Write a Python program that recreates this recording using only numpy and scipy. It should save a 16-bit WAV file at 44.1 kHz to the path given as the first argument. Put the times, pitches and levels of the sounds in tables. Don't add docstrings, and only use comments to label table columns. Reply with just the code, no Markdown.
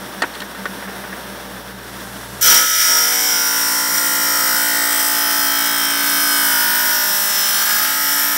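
import sys
import numpy as np
from scipy import signal
from scipy.fft import rfft, irfft, next_fast_len
from scipy.io import wavfile
from scipy.ndimage import uniform_filter1d, map_coordinates

SR = 44100
rng = np.random.default_rng(int(sys.argv[2]) if len(sys.argv) > 2 else 0)


def master_out(mix):
    frames = np.transpose(np.atleast_2d(mix))
    ceiling = np.clip(frames, -1, 1)
    pcm = np.round(ceiling * 32767).astype(np.int16)
    wavfile.write(sys.argv[1], SR, pcm)


def attenuation_scalar(level_db):
    decades = np.asarray(level_db, float) / 20
    return 10 ** decades


N = 369116
TIME = np.arange(N) / SR
BITE_S = 2.409

# time in seconds, speed in turns per second.
SHAFT = [(2.4, 59.7), (2.55, 58.85), (2.76, 59.28), (3.05, 58.6), (3.35, 58.6), (3.65, 58.15),
         (4.13, 58.35), (4.72, 58.0), (4.95, 57.55), (5.9, 56.95), (6.38, 56.7), (6.57, 55.35),
         (6.8, 56.38), (6.96, 55.7), (7.38, 54.98), (7.62, 54.1), (7.71, 56.5), (7.95, 58.12)]
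# frequency in Hz, density in dB per Hz.
IDLE_SPECTRUM = [(47, -47), (80, -26), (122, -7), (152, -9), (190, -3), (270, -3.5), (302, -3), (586, -5),
                 (1300, -6.5), (1660, -3.5), (2310, -15), (3590, -15), (4790, -20.5), (5710, -26),
                 (15800, -20)]
# frequency in Hz, width in Hz, level in dB.
IDLE_BLADE_RINGS = [(3540, 500, -7), (5620, 450, 10), (8560, 360, 2), (11000, 400, 2)]
# frequency in Hz, level in dB.
IDLE_WHINES = [(895.5, -51), (480, -47.5), (597.5, -44), (942, -46.5), (1220, -54), (1530, -53),
               (1674, -51), (2045, -52.5)]
# time in seconds, level in dB.
THROBS = [(.03, -30), (.19, -29), (.44, -32), (.5, -41), (.61, -27), (.71, -28), (.8, -34), (.88, -29),
          (.98, -31), (1.12, -28), (1.24, -36), (1.31, -29.5), (1.46, -33), (1.55, -31), (1.69, -35),
          (1.76, -32), (1.85, -40), (1.96, -32), (2.05, -34), (2.15, -34), (2.25, -45), (2.34, -32.5)]
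# time in seconds, level in dB.
SPRAY = [
    (1.6, -60),
    (1.98, -44),
    (2.08, -42),
    (2.4, -41.5),
]
# time in seconds, peak in dB, brightness in dB, t60 in seconds,
# dull thud in dB.
KNOCKS = [(0.22, 0, -11.5, 0.075, -6), (0.235, -2.5, -28, 0.057, -8), (0.338, -22, -7, 0.06, -9),
          (0.346, -23, -4, 0.05, -6), (0.352, -21, -3, 0.06, -5), (0.361, -24, -9, 0.046, -2),
          (0.403, -18.5, 0, 0.048, -10), (0.418, -12, -13, 0.077, -9), (0.548, -17.5, -16, 0.14, -8),
          (0.655, -4, -19, 0.055, -9.5), (0.824, -16.5, -28, 0.09, -4), (0.873, -28, -28, 0.3, 5),
          (1.038, -19, -21, 0.16, -6), (1.125, -19, -24, 0.11, 0)]
# frequency in Hz, level in dB, t60 in seconds.
TABLE_MODES = [(640, -23, 0.083), (1483, 4, 0.12), (1620, -1, 0.089), (1660, -14, 0.13), (1836, 6, 0.15),
               (1900, -26, 0.18), (2730, -27, 0.15), (3130, -17, 0.27)]
# time in seconds, pressure as loudness in dB, sideways blade flex in dB.
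FEED = [(2.41, -23, -1), (2.44, -13, 0), (2.47, -7.5, -4.5), (2.585, -9.5, -3.5), (2.66, -15, -3),
        (2.87, -12.5, -1), (3.14, -16, -3), (3.34, -17, 2), (3.45, -17, -1.5), (4.98, -16, -7.5),
        (6.29, -16, -9), (6.49, -15, -7.5), (7.27, -17, -7), (7.41, -16.5, -4.5), (7.7, -15, -5.5),
        (7.99, -17.5, -8.5), (8.09, -16.5, -8.5), (8.37, -16, -12)]
# start in seconds, end in seconds, edge in seconds.
SKATE = (2.65, 2.89, .02)
# time in seconds, stage.
KERF = [
    (3.0, 0.0094),
    (3.2, 0.54),
    (4.3, 1.36),
    (4.6, 1.68),
    (6.35, 2.07),
    (6.55, 2.75),
    (7.65, 3.16),
    (7.85, 2.37),
]
# time in seconds, share from 0 to 1.
REPEATING = [(2.4, .45), (2.68, .82), (3.0, .75), (3.2, .94), (3.8, .94), (3.92, .75), (4.02, .95),
             (7.4, .95), (7.6, .87), (7.68, .62), (7.95, .94)]
# time in seconds, radians per multiple.
SPREAD = [
    (3.4, .7),
    (3.6, .45),
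    (3.85, .6),
    (4.35, .6),
    (4.55, .3),
    (4.9, .3),
    (5.15, .7),
    (7.55, .7),
    (7.75, .3),
    (7.9, .75),
]
# multiple of shaft speed, level in dB.
ENTRY_ORDERS = [(1, -27), (2, -34), (3, -18), (4, -18.5), (5, -12), (6, -26), (7, -37), (8, -7.5),
                (9, -9.5), (10, -16), (11, -12), (12, -34), (13, -19.5), (14, -40), (15, -10.5), (16, -8.5),
                (17, -14.5), (18, -21), (19, -38), (20, -25), (21, -23), (22, 4), (23, -11), (24, 5),
                (25, -5), (26, -1), (27, -21), (28, -5), (29, -3), (30, -1.5), (31, -7), (32, -9),
                (33, -2.5), (34, -11), (35, -4.5), (36, -20), (37, -10), (38, -9.5), (39, -11), (40, -20)]
SHALLOW_ORDERS = [(1, -26), (2, -28), (3, -15), (4, -13.5), (5, -7.5), (6, -17), (7, -30), (8, -6.5),
                  (9, -3), (10, -12), (11, -14), (12, -12), (13, -19), (14, -28), (15, -4.5), (16, -35),
                  (17, -2), (18, -5), (19, -21), (20, -9), (21, -15.5), (22, -15.5), (23, -4), (24, 5.5),
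                  (25, -4.5), (26, 7), (27, -11), (28, -20), (29, 6.5), (30, -10), (31, 1), (32, 2),
                  (33, -1), (34, -13), (35, 1), (36, -18), (37, -9), (38, -9), (39, -19), (40, -10)]
DEEP_ORDERS = [(1, -19), (2, -31), (3, -17), (4, -16.5), (5, -5), (6, -15.5), (7, -19), (8, -22.5),
               (9, -12), (10, -16), (11, -11.5), (12, -9), (13, -33), (14, -18.5), (15, -7), (16, -24),
               (17, -7), (18, -14.5), (19, -8), (20, -15), (21, -7), (22, 5.5), (23, -6.5), (24, -3.5),
               (25, -9), (26, -9), (27, 6.5), (28, -2.5), (29, -3), (30, -20), (31, -0.5), (32, 2),
               (33, -8.5), (34, -13.5), (35, -2.5), (36, -5), (37, -19), (38, -39), (39, -0.5), (40, -13.5)]
LOADED_ORDERS = [(1, -31), (2, -36), (3, -17), (4, -10.5), (5, -9), (6, -24.5), (7, -16), (8, -55),
                 (9, -20.5), (10, -16), (11, -7), (12, -14), (13, -16), (14, -41), (15, -9), (16, -11.5),
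                 (17, -1.5), (18, -15), (19, -12), (20, -22), (21, -17), (22, -5), (23, -11.5), (24, -10.5),
                 (25, -14), (26, 2.5), (27, -4.5), (28, -6), (29, -2), (30, -1), (31, -4), (32, 0.5),
                 (33, -4), (34, -11.5), (35, -25), (36, -1), (37, -24), (38, -19), (39, -6), (40, -25)]
# time in seconds, half length in
# seconds, multiple, half width in multiples, level in dB.
LOW_SWELLS = [(4.64, 0.16, 25.7, 1.4, 6.5), (4.82, 0.15, 32.5, 2.0, 6), (6.94, 0.41, 27, 4.5, 2.5),
              (2.85, 0.07, 8, 1.5, -7), (3.2, 0.27, 13, .5, 11), (7.5, 0.21, 5, 0.4, -14),
              (8.15, .3, 7, 0.88, -22), (2.54, .1, 11.5, 1.3, -10), (2.55, .22, 15, .5, -12),
              (2.498, 0.048, 16, 0.5, 8), (2.97, 0.13, 26, 0.5, -6), (3.222, 0.068, 24, 0.9, -18),
           (3.22, 0.24, 38, 2, 11.5), (3.28, 0.56, 27, 0.62, 13), (3.33, 0.13, 32, 1.8, -16),
           (3.6, 0.45, 9, 0.5, -10.0), (3.74, 0.18, 32, 0.5, -9), (4.05, 0.3, 26, 0.56, -15),
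           (3.85, 0.84, 28, 0.42, 13.0), (4.25, 1.7, 34, 0.54, 11), (4.356, 0.18, 22, 0.76, 10),
           (4.36, 0.77, 29, 0.5, -19), (4.667, 0.091, 23, 2.8, -11), (4.67, 0.2, 25, 0.42, 14),
           (4.72, 0.29, 31, 0.45, -20), (4.5, 0.7, 30, 0.46, 17.5), (4.77, 0.14, 18, 0.74, -12),
           (5.25, 0.22, 26, 0.5, 5), (5.45, 0.33, 23, 0.55, 8.5), (5.71, 0.7, 9, 0.5, -12),
           (5.76, 1.04, 22, 0.46, -5.5), (5.985, 0.27, 36, 0.5, 7), (2.85, 0.18, 11, 0.5, 7.5),
           (6.03, 0.83, 29, 1.1, 5.5), (6.08, 0.34, 32, 0.61, -12), (6.5, 0.8, 26, 0.43, 6.5),
           (6.67, 0.36, 34, 1.3, 8), (7.31, 0.33, 25, 0.5, 7), (7.416, 0.28, 26, 0.5, -14),
           (7.59, 0.79, 31, 0.45, -15), (7.64, 0.37, 17, 0.55, -12), (7.748, 0.15, 29, 0.41, 9),
           (8.01, 0.16, 34, 1, 15), (8.01, 0.39, 27, 0.45, -7), (8.11, 0.24, 19, 0.5, -15),
           (8.16, 0.18, 29, 0.5, -21), (8.27, 0.7, 24, 0.45, 9), (8.27, 0.7, 28, 0.46, 7.5),
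           (8.27, 0.47, 30, 0.5, 17)]
# time in seconds, half length in
# seconds, multiple, half width in multiples, level in dB.
HIGH_SWELLS = [(2.5, 0.4, 87.6, 1.0, -16), (2.8, 1, 99, 0.49, -10.9), (2.46, 0.64, 46, 4.2, -11),
               (2.6, 1.1, 103, 2.3, 12), (6.3, 1.4, 127, 7.7, -6.5), (2.76, 0.46, 71, 5.3, -10.5),
               (3.03, 0.13, 87, 0.83, 12), (3.38, 0.91, 90, 1.62, -11), (6.23, 0.45, 90.4, 0.77, 9),
               (3.79, 0.084, 95, 0.6, 10), (4.0, 0.98, 79, 0.84, -9), (2.9, 1.3, 266, 5, -7),
               (4.25, 0.65, 57, 1.5, -18), (4.1, 1.2, 100, 1.5, -9.5), (4.85, 0.25, 85, 0.7, 8),
               (2.8, 1.2, 118, 8, 4), (5.36, 1.1, 55.6, 1.0, 8), (3.0, 1.2, 240, 4.2, -6),
               (3.3, 0.8, 252, 4.4, 6), (5.85, 0.28, 97, 0.6, 13.5), (5.3, 1.2, 49, 0.9, -12),
               (2.8, 1.3, 167, 4.7, -6), (4.26, 1.2, 142, 5.1, 6.5), (5.92, 0.72, 85, 1.5, -12),
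               (6.2, 1.7, 103, 1.1, -10), (4.2, 0.55, 45.5, 1.5, -7), (7.7, 1.6, 205, 8, 5),
               (6.5, 0.5, 96, 0.9, -12.0), (5.6, 1.5, 262, 5, 6), (3.04, 1.3, 212, 4.9, -8),
               (6.9, 0.56, 100, 0.98, 13), (3.4, 0.28, 85, 0.6, -11), (3.8, 0.42, 96.5, 0.9, -11.5),
               (7.7, 0.23, 81, 3.0, 7), (7.42, 0.19, 96, 0.53, 15.5), (7.5, 0.25, 102, 1.3, 3),
               (7.44, 0.36, 91, 6, -8.5), (7.96, 0.23, 84, 1.2, -12.9), (8.2, 0.3, 97, 0.5, 18),
               (8.2, 0.22, 94.6, 0.8, 15), (2.5, 0.18, 84.5, 1.1, 8.5), (4.5, 0.8, 204, 4.3, 5)]
# frequency in Hz, density in dB per Hz.
GRIND_SPECTRUM = [(100, -34), (160, -22), (760, -10.5), (850, -13), (1500, 13.5), (2100, 11.5),
                  (2650, -4.5), (4600, -2), (6400, -3), (10000, -1.5), (15700, 2)]
# frequency in Hz, width in Hz, level in dB.
BLADE_MODES = [(3070, 250, -8), (3770, 83, -11), (4390, 67, -12), (5110, 120, -3), (5640, 250, 0),
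               (6780, 100, -10), (7210, 110, -12), (7590, 130, -11), (8060, 150, -7), (8650, 140, -9),
               (9120, 100, -10), (10100, 96, -12), (10600, 130, -11), (11500, 100, -6), (12300, 130, -8),
               (13100, 61, -8), (13700, 110, -7), (14200, 140, -8), (15600, 240, -7)]
# frequency in Hz, width in Hz, level in dB.
MORE_BLADE_MODES = [(3274, 600, -11), (5155, 21, -0.5), (5586, 24, 6)]
# frequency in Hz, width in Hz, level in dB.
STONE_MODES = [(944, 42, -3), (1290, 29, -8.5), (1428, 30, -8), (1710, 33, -8.5), (2034, 58, -14.5),
               (2310, 42, -11), (3060, 59, 3), (3325, 95, 1.5), (3700, 90, -4), (4255, 140, -5.5)]
# share of pressure, share of flex, level in dB entering, shallow, deep,
# pushed hard.
RADIATION = [
    (1.0, 0.12, -33.5, -33.5, -31.5, -34),
    (1.0, 0.0, -31, -31, -31.5, -30.5),
    (1.0, 0.27, -26, -25, -22.5, -23),
    (1.0, 0.35, -27.5, -30.5, -26, -27.5),
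    (1.0, 0.99, -30.5, -31, -25, -25.5),
    (1.0, 0.99, -21, -20.5, -23, -25.5),
    (1.0, 0.1, -18, -17, -17, -16.5),
]
# extra level in dB, fade in seconds.
BITE_BURST = [
    (0, 0.062),
    (-16, 0.078),
    (3, .03),
    (5, 0.16),
    (1, 0.033),
    (2, .03),
    (12, 0.047),
]
# time in seconds, half length in seconds, depth in dB,
# loudest turn fraction.
WOBBLES = [(3.5, 0.31, 2, 0.56), (4.4, 0.1, 2.5, 0.8), (5.5, 0.22, 3, 0.092), (6.82, 0.12, 3.5, 0.68),
           (8.098, .3, 3, 0.63)]
# time in seconds, low edge in Hz, high edge in Hz, level in dB.
SLIPS = [(3.09, 14400, 15600, -7), (4.04, 6600, 10100, -5), (4.5, 14600, 15800, -1),
         (4.945, 11200, 13100, -3), (7.565, 8300, 11000, -3)]

USUAL_FEED_DB, USUAL_FLEX_DB = -16, -7
SKATE_DB = -7
SHAKE_START_DB, SHAKE_BITE_DB, SHAKE_CUT_DB, SHAKE_SINK_S = -53, -46, -57.5, 0.27
HUM_START_DB, HUM_BITE_DB, HUM_CUT_DB, HUM_SINK_S = -55, -38, -68, 0.05
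SHAKE_LOADED_DB = -3.5
AIR_START_DB, AIR_BITE_DB, AIR_CUT_DB = -33.5, -35, -42
THROB_HALF_S, THROB_HZ = 0.033, 194.0
SLANT_RAD = 0.25
GRAZE_DB, GRAZE_S = -6, 0.017
LOW_ORDERS, HIGH_ORDERS, RIM_STEPS = 41, 300, 2048
SLIP_HALF_S = 0.023


def rms_one(x):
    return x / np.sqrt(np.mean(x ** 2) + 1e-20)


def in_time(rows):
    s, *columns = np.transpose(rows)
    return [np.interp(TIME, s, c) for c in columns]


def drift(rate, shape=(N,)):
    r = np.exp(-2 * np.pi * rate)
    run_in = int(3 / rate)
    white = rng.standard_normal(shape[:-1] + (shape[-1] + run_in,))
    return rms_one(signal.lfilter([1], [1, -2 * r, r * r], white)[..., run_in:])


def colour(x, spectrum, peaks=(), lift_db=0):
    size = next_fast_len(N + SR // 4)
    hz = np.maximum(np.arange(size // 2 + 1) * SR / size, 1)
    corner_hz, corner_db = np.transpose(spectrum)
    gain = attenuation_scalar(np.interp(np.log(hz), np.log(corner_hz), corner_db))
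    rings = sum(attenuation_scalar(db + lift_db) / (1 + 1j * (hz ** 2 - f ** 2) / (hz * width))
                for f, width, db in peaks)
    return irfft(rfft(x, size) * gain * (1 + rings), size)[:N]


def band(x, low_hz, high_hz):
    sos = signal.butter(4, [low_hz, high_hz], "band", fs=SR, output="sos")
    return signal.sosfilt(sos, x)


def skating():
    start, end, edge = SKATE
    return np.clip(np.minimum(TIME - start, end - TIME) / edge, 0, 1)


def motor(turns):
    near = np.minimum(TIME / BITE_S, 1)
    since_s = np.maximum(TIME - BITE_S - 0.07, 0)
    idling = TIME < BITE_S
    skate_db = SKATE_DB * skating()

    def rise_and_sink(start_db, bite_db, cut_db, sink_s):
        rise_db = start_db + (bite_db - start_db) * near
        return cut_db + (rise_db - cut_db) * np.exp(-since_s / sink_s)

    unsteady = np.minimum(since_s / 0.33, 1) * drift(4 / SR)
    shake_db = rise_and_sink(SHAKE_START_DB, SHAKE_BITE_DB, SHAKE_CUT_DB, SHAKE_SINK_S) + 1.5 * unsteady
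    shake_db = shake_db + SHAKE_LOADED_DB * np.clip(in_time(KERF)[0] - 2, 0, 1)
    shake = attenuation_scalar(shake_db + 4.5 + 0.5 * drift(6 / SR)) * np.sin(2 * np.pi * turns)

    hum_db = rise_and_sink(HUM_START_DB, HUM_BITE_DB, HUM_CUT_DB, HUM_SINK_S) + 3.7 * unsteady + skate_db
    hum = attenuation_scalar(hum_db - 0.5 + 1.0 * drift(6 / SR)) * np.sin(4 * np.pi * turns)

    jolts = sum(attenuation_scalar(db) * np.exp(-((TIME - s) / THROB_HALF_S) ** 2) for s, db in THROBS)
    swell = np.where(idling, jolts, attenuation_scalar(-48.5 + skate_db + 4.6 * drift(8 / SR)))
    throb = attenuation_scalar(-1.5) * swell * np.sin(2 * np.pi * THROB_HZ * TIME + 0.5 * drift(10 / SR))

    idle_db = np.where(idling, AIR_START_DB + (AIR_BITE_DB - AIR_START_DB) * near, AIR_CUT_DB + skate_db)
    gusts = rng.standard_normal(N) * attenuation_scalar(1.1 * drift(12 / SR))
    air = rms_one(colour(gusts, IDLE_SPECTRUM, IDLE_BLADE_RINGS))
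    whine = sum(attenuation_scalar(db + 2.2 * drift(4 / SR)) * np.sin(2 * np.pi * (hz * TIME + rng.random()))
                for hz, db in IDLE_WHINES)
    return shake + hum + throb + attenuation_scalar(idle_db + 2.5) * air + attenuation_scalar(idle_db + 33.5) * whine


def spray():
    hiss = rms_one(band(rng.standard_normal(N), 3300, 13300))
    return attenuation_scalar(in_time(SPRAY)[0]) * hiss * (TIME < BITE_S)


def knocks():
    out = np.zeros(N)
    chance = rng.standard_normal((len(KNOCKS), len(TABLE_MODES)))
    t = TIME[:SR // 4]
    for (s, peak_db, bright_db, t60_s, thud_db), luck in zip(KNOCKS, chance):
        ring = sum(attenuation_scalar(db + 3.7 * c - 60 * t / min(t60_s, mode_t60_s)) * np.sin(2 * np.pi * hz * t)
                   for (hz, db, mode_t60_s), c in zip(TABLE_MODES, luck))
        thud = band(rng.standard_normal(len(t)), 300, 2130) * attenuation_scalar(-60 * t / t60_s)
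        thump = np.sin(2 * np.pi * 270 * t) * attenuation_scalar(-60 * t / (1.2 * t60_s))
        dull = thud / np.abs(thud).max() + 0.1 * thump
        crack = band(rng.standard_normal(len(t)), 2600, 4500)
        crack = crack + 0.27 * band(rng.standard_normal(len(t)), 4200, 10000)
        crack = crack * attenuation_scalar(bright_db + 7 - 60 * t / (0.57 * t60_s))
        hit = 0.63 * ring / np.abs(ring).max() + attenuation_scalar(thud_db) * dull + crack
        start = round(s * SR)
        out[start:start + len(t)] += attenuation_scalar(peak_db) * hit * np.clip(t / 0.00091, 0, 1)
    return out


def crushing(turns):
    run_out = attenuation_scalar(0.5 * np.cos(2 * np.pi * turns) + 2.0 * drift(25 / SR))
    grains = rng.standard_normal(N) * attenuation_scalar(2.0 * drift(900 / SR)) * run_out
    return colour(grains, GRIND_SPECTRUM, BLADE_MODES + MORE_BLADE_MODES[1:] + STONE_MODES, lift_db=20)


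def rim(turns, order_db, spread, wander_db, wander_rate, slant=0):
    orders, count = order_db.shape
    step = spread * (drift(0.003, (orders, count)) + rng.standard_normal((orders, 1)))
    phase = np.cumsum(step + slant * np.arange(orders)[:, None], axis=0)
    size = attenuation_scalar(order_db + wander_db * np.minimum(drift(wander_rate, (orders, count)), 1.3))
    pattern = irfft((size * np.exp(1j * phase)).T, RIM_STEPS)
    pattern = np.hstack([pattern, pattern[:, :1]])
    return rms_one(map_coordinates(pattern, [turns, turns % 1 * RIM_STEPS], order=1))


def per_turn(turns, curve):
    return np.interp(np.arange(int(turns[-1]) + 2), turns, curve)


def groups(rows, size, when_s):
    multiples = np.arange(size)[:, None]
    return sum(db * np.exp(-((multiples - k) / half) ** 2) * np.exp(-((when_s - s) / half_s) ** 2)
               for s, half_s, k, half, db in rows)


def low_grit(turns):
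    stages = np.array([ENTRY_ORDERS, SHALLOW_ORDERS, DEEP_ORDERS, LOADED_ORDERS])[:, :, 1].T
    stages = np.vstack([stages[:1], stages])
    kerf = per_turn(turns, in_time(KERF)[0])
    order_db = np.array([np.interp(kerf, np.arange(4), db) for db in stages])
    order_db = order_db + groups(LOW_SWELLS, LOW_ORDERS, per_turn(turns, TIME))
    spread = per_turn(turns, in_time(SPREAD)[0])
    return rim(turns, order_db, spread, 2.0, 0.015, SLANT_RAD)


def high_grit(turns):
    orders = np.arange(HIGH_ORDERS)
    when_s = per_turn(turns, TIME)
    patches = uniform_filter1d(drift(0.025, (HIGH_ORDERS, len(when_s))), size=7, axis=0)
    patches_db = np.interp(orders, [105, 115], [0.3, 1.7])[:, None] * rms_one(patches)
    order_db = patches_db + np.minimum(groups(HIGH_SWELLS, HIGH_ORDERS, when_s), 14)
    spread = np.interp(orders, [105, 115], [2.3, 1.5])[:, None]
    wander_db = np.interp(orders, [80, 84, 105, 115], [5.2, 3.6, 3.6, 4.6])[:, None]
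    pattern = rim(turns, order_db, spread, wander_db, 0.042)
    return colour(pattern, GRIND_SPECTRUM, BLADE_MODES + MORE_BLADE_MODES, lift_db=15)


def radiated_db(turns):
    kerf = in_time(KERF)[0]
    feed_db, flex_db = in_time(FEED)
    since_bite_s = np.abs(TIME - BITE_S)
    wobble_db = sum(db * np.exp(-((TIME - s) / half_s) ** 2) * np.cos(2 * np.pi * (turns - at))
                    for s, half_s, db, at in WOBBLES)
    levels_db = []
    for i, ((push, bend, *stage_db), (extra_db, fade_s)) in enumerate(zip(RADIATION, BITE_BURST)):
        db = push * (feed_db - USUAL_FEED_DB) + bend * (flex_db - USUAL_FLEX_DB)
        db = db + np.interp(kerf, np.arange(4), stage_db)
        db = db + extra_db * np.exp(-since_bite_s / fade_s)
        if i < 2:
            db = db + SKATE_DB * skating()
        if i in (4, 5):
            db = db + wobble_db
        levels_db.append(db)
    return levels_db


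def grind(turns):
    share = in_time(REPEATING)[0]
    crush, low, high = crushing(turns), low_grit(turns), high_grit(turns)
    ranges = [(160, 800, low, 1), (800, 1180, low, 1), (1180, 2400, low, 1), (2450, 4600, high, 0.92),
              (4800, 5330, high, 0.98), (5330, 5860, high, 0.96), (5950, 19000, high, 0.76)]
    out = 0
    for (low_hz, high_hz, pattern, repeat), db in zip(ranges, radiated_db(turns)):
        steady = rms_one(band(pattern, low_hz, high_hz))
        fresh = rms_one(band(crush, low_hz, high_hz))
        out = out + attenuation_scalar(db) * (np.sqrt(share * repeat) * steady + np.sqrt(1 - share * repeat) * fresh)
    since_touch = (turns - np.interp(BITE_S, TIME, turns)) % 1
    out = out * attenuation_scalar(GRAZE_DB * since_touch * np.exp(-np.abs(TIME - BITE_S) / GRAZE_S))
    return out * np.clip((TIME - BITE_S) / 0.0065, 0, 1)


def scene():
    turns = np.cumsum(in_time(SHAFT)[0]) / SR
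    mono = motor(turns) + spray() + knocks() + grind(turns)
    return np.tile(mono, (2, 1))


def roll_off(x):
    return signal.sosfilt(signal.butter(12, 16660, fs=SR, output="sos"), x)


def record(dry):
    rounded = 0.75 * np.tanh(dry / 0.75)
    low_pass = signal.ellip(12, 0.5, 65, 15740, fs=SR, output="sos")
    cut = signal.sosfilt(low_pass, rounded)
    side = 0
    for s, low_hz, high_hz, db in SLIPS:
        window = np.cos(np.pi / 2 * np.clip((TIME - s) / SLIP_HALF_S, -1, 1))
        side = side + attenuation_scalar(db) * band(cut[0] * window, low_hz, high_hz)
    return roll_off(cut + side * [[1], [-1]])


dry = scene()
out = record(dry)
master_out(out)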